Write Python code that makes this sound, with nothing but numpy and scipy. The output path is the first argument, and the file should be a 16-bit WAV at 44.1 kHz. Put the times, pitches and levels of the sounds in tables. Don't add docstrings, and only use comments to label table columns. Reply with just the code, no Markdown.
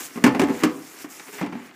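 import sys
import numpy as np
from scipy import signal
from scipy.io import wavfile

SR = 44100
rng = np.random.default_rng(int(sys.argv[2]) if len(sys.argv) > 2 else 0)


def digitize_waveform(pressure):
    field = np.atleast_2d(pressure).T
    bounded = np.clip(field, -1, 1)
    quanta = np.round(bounded * 32767).astype(np.int16)
    wavfile.write(sys.argv[1], SR, quanta)


N = 77175
T = np.arange(N) / SR

# time_s, level_db
HISS_LEVEL = [(0, -34.5), (.06, -37), (.085, -46), (.125, -48.5), (.17, -45.5), (.23, -52), (.46, -53.5),
              (.54, -45), (.605, -43.5), (.7, -51), (.79, -50), (.87, -45.5), (.91, -48.5), (1.02, -41.5),
              (1.075, -58.5), (1.11, -43.5), (1.24, -46.5), (1.31, -48), (1.345, -42), (1.40, -46),
              (1.48, -64), (1.62, -57), (1.665, -50.5), (1.72, -67.5), (1.75, -57)]
# freq_hz, density_db_per_hz
HISS_SPECTRUM = [(1500, -4), (2500, -1), (3800, -9.5), (5500, -1), (7300, 1), (10000, -6), (12500, -3),
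                 (14500, 2.5), (16000, -16.5)]
# time_s, level_db
RASP_LEVEL = [(0, -37.5), (.06, -48.5), (.11, -47), (.22, -48), (.45, -44), (.61, -37), (.75, -50),
              (.89, -49.5), (1.02, -46), (1.08, -52.5), (1.18, -48.5), (1.25, -51), (1.29, -41),
              (1.315, -55), (1.335, -39.5), (1.375, -43), (1.39, -34.5), (1.49, -48), (1.6, -45.5),
              (1.68, -47), (1.75, -52.5)]
# freq_hz, density_db_per_hz
RASP_SPECTRUM = [(60, -56), (130, -5), (200, -5), (280, 7.5), (400, 5), (520, -7.5), (800, -1.5),
                 (2200, 0.5), (3300, -10), (6000, -18.5), (15000, -38)]
# start_s, thump_db, thump_pitch_hz, thump_t60_s, box_ring_db, clack_db, wall_ring_hz, crack_db
KNOCKS = [ (0.157, -26.5, 229.5, 0.19, -35, -36.5, 710, -54),
          (0.174, -60, 239, 0.11, -32.5, -32, 1200, -61), (0.223, -43, 234, .1, -32.5, -39.5, 700, -71),
          (0.2396, -2.5, 245.2, 0.12, -17.5, -12, 1772, -15.5),
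          (0.264, -11, 282.5, 0.16, -26.5, -16.5, 1440, -26.5),
          (0.274, -17, 129, .15, -30, -20.5, 1023, -32), (0.3474, -22, 301.3, 0.26, -39, -21.5, 792, -39),
          (0.358, -23.5, 270, 0.12, -26.5, -32.5, 670, -61), (0.395, -8, 261.7, 0.11, -26, -17.5, 583, -23),
          (0.416, -14.5, 387, 0.19, -20.5, -18.5, 756, -27.5),
          (0.436, -10, 279.3, 0.19, -29, -27.5, 830, -32), (0.485, -17, 287, 0.19, -41, -31.5, 1087, -41),
          (0.495, -19, 405.4, 0.08, -49, -27.5, 865, -46), (0.503, -18, 265, 0.13, -24, -35, 510, -52),
          (0.623, -17, 302, 0.12, -46, -30, 1100, -54), (0.635, -8, 306, 0.19, -17.5, -17, 1144, -18),
          (1.043, -26, 295, 0.11, -48.5, -35.5, 1140, -49), (1.196, -73, 266, 0.083, -67, -42, 825, -37.5),
          (1.289, -41.5, 422, 0.2, -68, -48, 1460, -58), (1.325, -40.5, 416, 0.31, -61, -46, 1510, -52),
          (1.412, -20, 191, 0.19, -30.5, -24, 882, -45), (1.427, -22, 293.3, 0.28, -54, -29, 765, -54),
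          (1.462, -49, 280, 0.4, -36, -34.5, 2380, -43),
          (1.524, -27.5, 184.6, 0.091, -38.5, -31.5, 920, -64),
          (1.551, -23, 238.4, 0.15, -39.5, -36.5, 770, -70)]
# freq_hz, level_db, t60_s
BOX_MODES = [(117, -17.5, 0.15), (158.2, -22, 0.62), (186.6, -4.5, 0.27), (240.6, 0.5, 0.33),
             (279.1, 1.5, 0.27), (329, -2.5, 0.17), (392, -2.5, 0.19), (489.8, -14, 0.34), (737, -16, .13),
             (847, -27, 0.1), (1075, -16, 0.23), (1420, -21, .17), (1810, -13, 0.056)]
# freq_hz, density_db_per_hz
CLACK_SPECTRUM = [(60, -30), (150, 4), (300, 13.5), (550, 3), (850, 7), (1400, -1), (2300, -0.5),
                  (3200, -17.5), (5000, -17.5), (15000, -44)]
# freq_hz, density_db_per_hz
CRACK_SPECTRUM = [(100, -35), (500, -5), (2000, 15), (4000, 2.5), (6500, 4.5), (9000, -0.5), (12000, -9),
                  (15000, -6)]
# freq_hz, t60_s
ROOM_T60 = [(100, 0.5), (300, .42), (800, 0.49), (2000, 0.2), (5000, 0.25), (12000, 0.12)]
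# freq_hz, level_db
ROOM_COLOUR = [(100, 2), (300, -5.5), (800, 0), (2000, 0.5), (5000, -1.5), (12000, -17)]

HISS_PATCHY_DB, HISS_GRAINS_PER_S, HISS_SMOOTH_SHARE = 1.8, 3400, 0.37
RASP_PATCHY_DB, RASP_GRAINS_PER_S, RASP_SMOOTH_SHARE = -0.5, 770, 0.48
PATCH_RATE_HZ, GRAIN_SPREAD_DB = 14, 2
THUMP_RISE_S, THUMP_LAG_S = 0.0013, 0.0012
PUFF_DB, PUFF_HZ, PUFF_T60_S = -9, 46.4, 0.042
CLACK_T60_S, CRACK_T60_S, CONTACT_RISE_S = 0.11, 0.073, 0.000071
SNAP_DB, SNAP_T60_S = -10, 0.0085
WALL_DB, WALL_T60_S = -1, 0.045
ROOM_DB, ROOM_DELAY_S, ROOM_BUILD_S = -7.5, 0.0046, 0.0073
MIC_LOW_CUT_HZ, MIC_HIGH_CUT_HZ = 135, 15300

BAND_EDGES_HZ = np.geomspace(45, 17000, 25)
BAND_FILTERS = [
    (np.sqrt(low * high), signal.butter(2, [low, high], "band", fs=SR, output="sos"))
    for low, high in zip(BAND_EDGES_HZ, BAND_EDGES_HZ[1:])]


def from_db(db):
    return 10 ** (np.asarray(db) / 20)


def rms_one(x):
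    return x / np.sqrt(np.mean(x ** 2) + 1e-20)


def level(curve):
    return from_db(np.interp(T, *np.transpose(curve)))


def at_hz(points, hz):
    freq_hz, value = np.transpose(points)
    return np.interp(np.log(hz), np.log(freq_hz), value)


def fade(t, t60_s):
    return np.exp(-np.log(1000) * t / t60_s)


def bands(draw):
    for hz, sos in BAND_FILTERS:
        yield hz, signal.sosfilt(sos, draw())


def drift(rate_hz):
    pole = np.exp(-2 * np.pi * rate_hz / SR)
    noise = rng.standard_normal(2 * N)
    wander = signal.lfilter([1], [1, -2 * pole, pole * pole], noise)
    return rms_one(wander[N:])


def friction(spectrum, patchy_db, grains_per_s, smooth_share):
    sizes = from_db(GRAIN_SPREAD_DB * np.minimum(rng.exponential(1, N), 5))
    slips = rms_one(sizes * (rng.random(N) < grains_per_s / SR))
    force = np.sqrt(smooth_share + (1 - smooth_share) * slips ** 2)
    total = np.zeros(N)
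    for hz, band in bands(lambda: force * rng.standard_normal(N)):
        band_db = at_hz(spectrum, hz) + patchy_db * drift(PATCH_RATE_HZ)
        total += band * from_db(band_db)
    return rms_one(total)


def rubbing():
    hiss = friction(HISS_SPECTRUM, HISS_PATCHY_DB, HISS_GRAINS_PER_S, HISS_SMOOTH_SHARE)
    rasp = friction(RASP_SPECTRUM, RASP_PATCHY_DB, RASP_GRAINS_PER_S, RASP_SMOOTH_SHARE)
    return level(HISS_LEVEL) * hiss + level(RASP_LEVEL) * rasp


def add(out, start_s, sound):
    start = int(start_s * SR)
    out[start:start + len(sound)] += sound[:N - start]


def ring(t, hz, t60_s):
    return np.sin(2 * np.pi * hz * t) * fade(t, t60_s)


def burst(t, spectrum, t60_s):
    shape = fade(t, t60_s) + from_db(SNAP_DB) * fade(t, SNAP_T60_S)
    shape = shape * (1 - np.exp(-t / CONTACT_RISE_S))
    total = np.zeros(len(t))
    for hz, band in bands(lambda: shape * rng.standard_normal(len(t))):
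        total += rms_one(band) * np.sqrt(hz) * from_db(at_hz(spectrum, hz))
    return rms_one(total) * np.sqrt(np.mean(shape ** 2))


def knocks():
    out = np.zeros(N)
    t = T[:SR // 8]
    late = np.maximum(T[:SR // 2] - THUMP_LAG_S, 0)
    swell = 1 - np.exp(-late / THUMP_RISE_S)
    box = swell * sum(from_db(db) * ring(late, hz, t60_s) for hz, db, t60_s in BOX_MODES)
    puff = from_db(PUFF_DB) * ring(late, PUFF_HZ, PUFF_T60_S)
    for start_s, thump_db, pitch_hz, t60_s, box_db, clack_db, wall_hz, crack_db in KNOCKS:
        thump = swell * (ring(late, pitch_hz, t60_s) + puff)
        wall = from_db(WALL_DB) * ring(t, wall_hz, WALL_T60_S)
        clack = burst(t, CLACK_SPECTRUM, CLACK_T60_S) + wall
        crack = burst(t, CRACK_SPECTRUM, CRACK_T60_S)
        add(out, start_s, from_db(thump_db) * thump + from_db(box_db) * box)
        add(out, start_s, from_db(clack_db) * clack + from_db(crack_db) * crack)
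    return out


def room(x):
    t = T[:SR // 2]
    tail = np.zeros(len(t))
    for hz, band in bands(lambda: rng.standard_normal(len(t))):
        tail += band * fade(t, at_hz(ROOM_T60, hz)) * from_db(at_hz(ROOM_COLOUR, hz))
    tail *= 1 - np.exp(-np.maximum(t - ROOM_DELAY_S, 0) / ROOM_BUILD_S)
    reference = np.sqrt(np.sum(fade(t, at_hz(ROOM_T60, 1320)) ** 2) / 2)
    return from_db(ROOM_DB) * signal.fftconvolve(x, tail / reference)[:N]


def scene():
    rubbed = rubbing()
    hits = knocks()
    return (rubbed + hits + room(hits))[None]


def record(dry):
    low_cut = signal.butter(2, MIC_LOW_CUT_HZ, "high", fs=SR, output="sos")
    high_cut = signal.ellip(10, 0.1, 70, MIC_HIGH_CUT_HZ, fs=SR, output="sos")
    thin = signal.sosfilt(low_cut, dry)
    rounded = thin / (1 + thin ** 6) ** (1 / 6)
    return signal.sosfilt(high_cut, rounded)


dry = scene()
out = record(dry)
digitize_waveform(out)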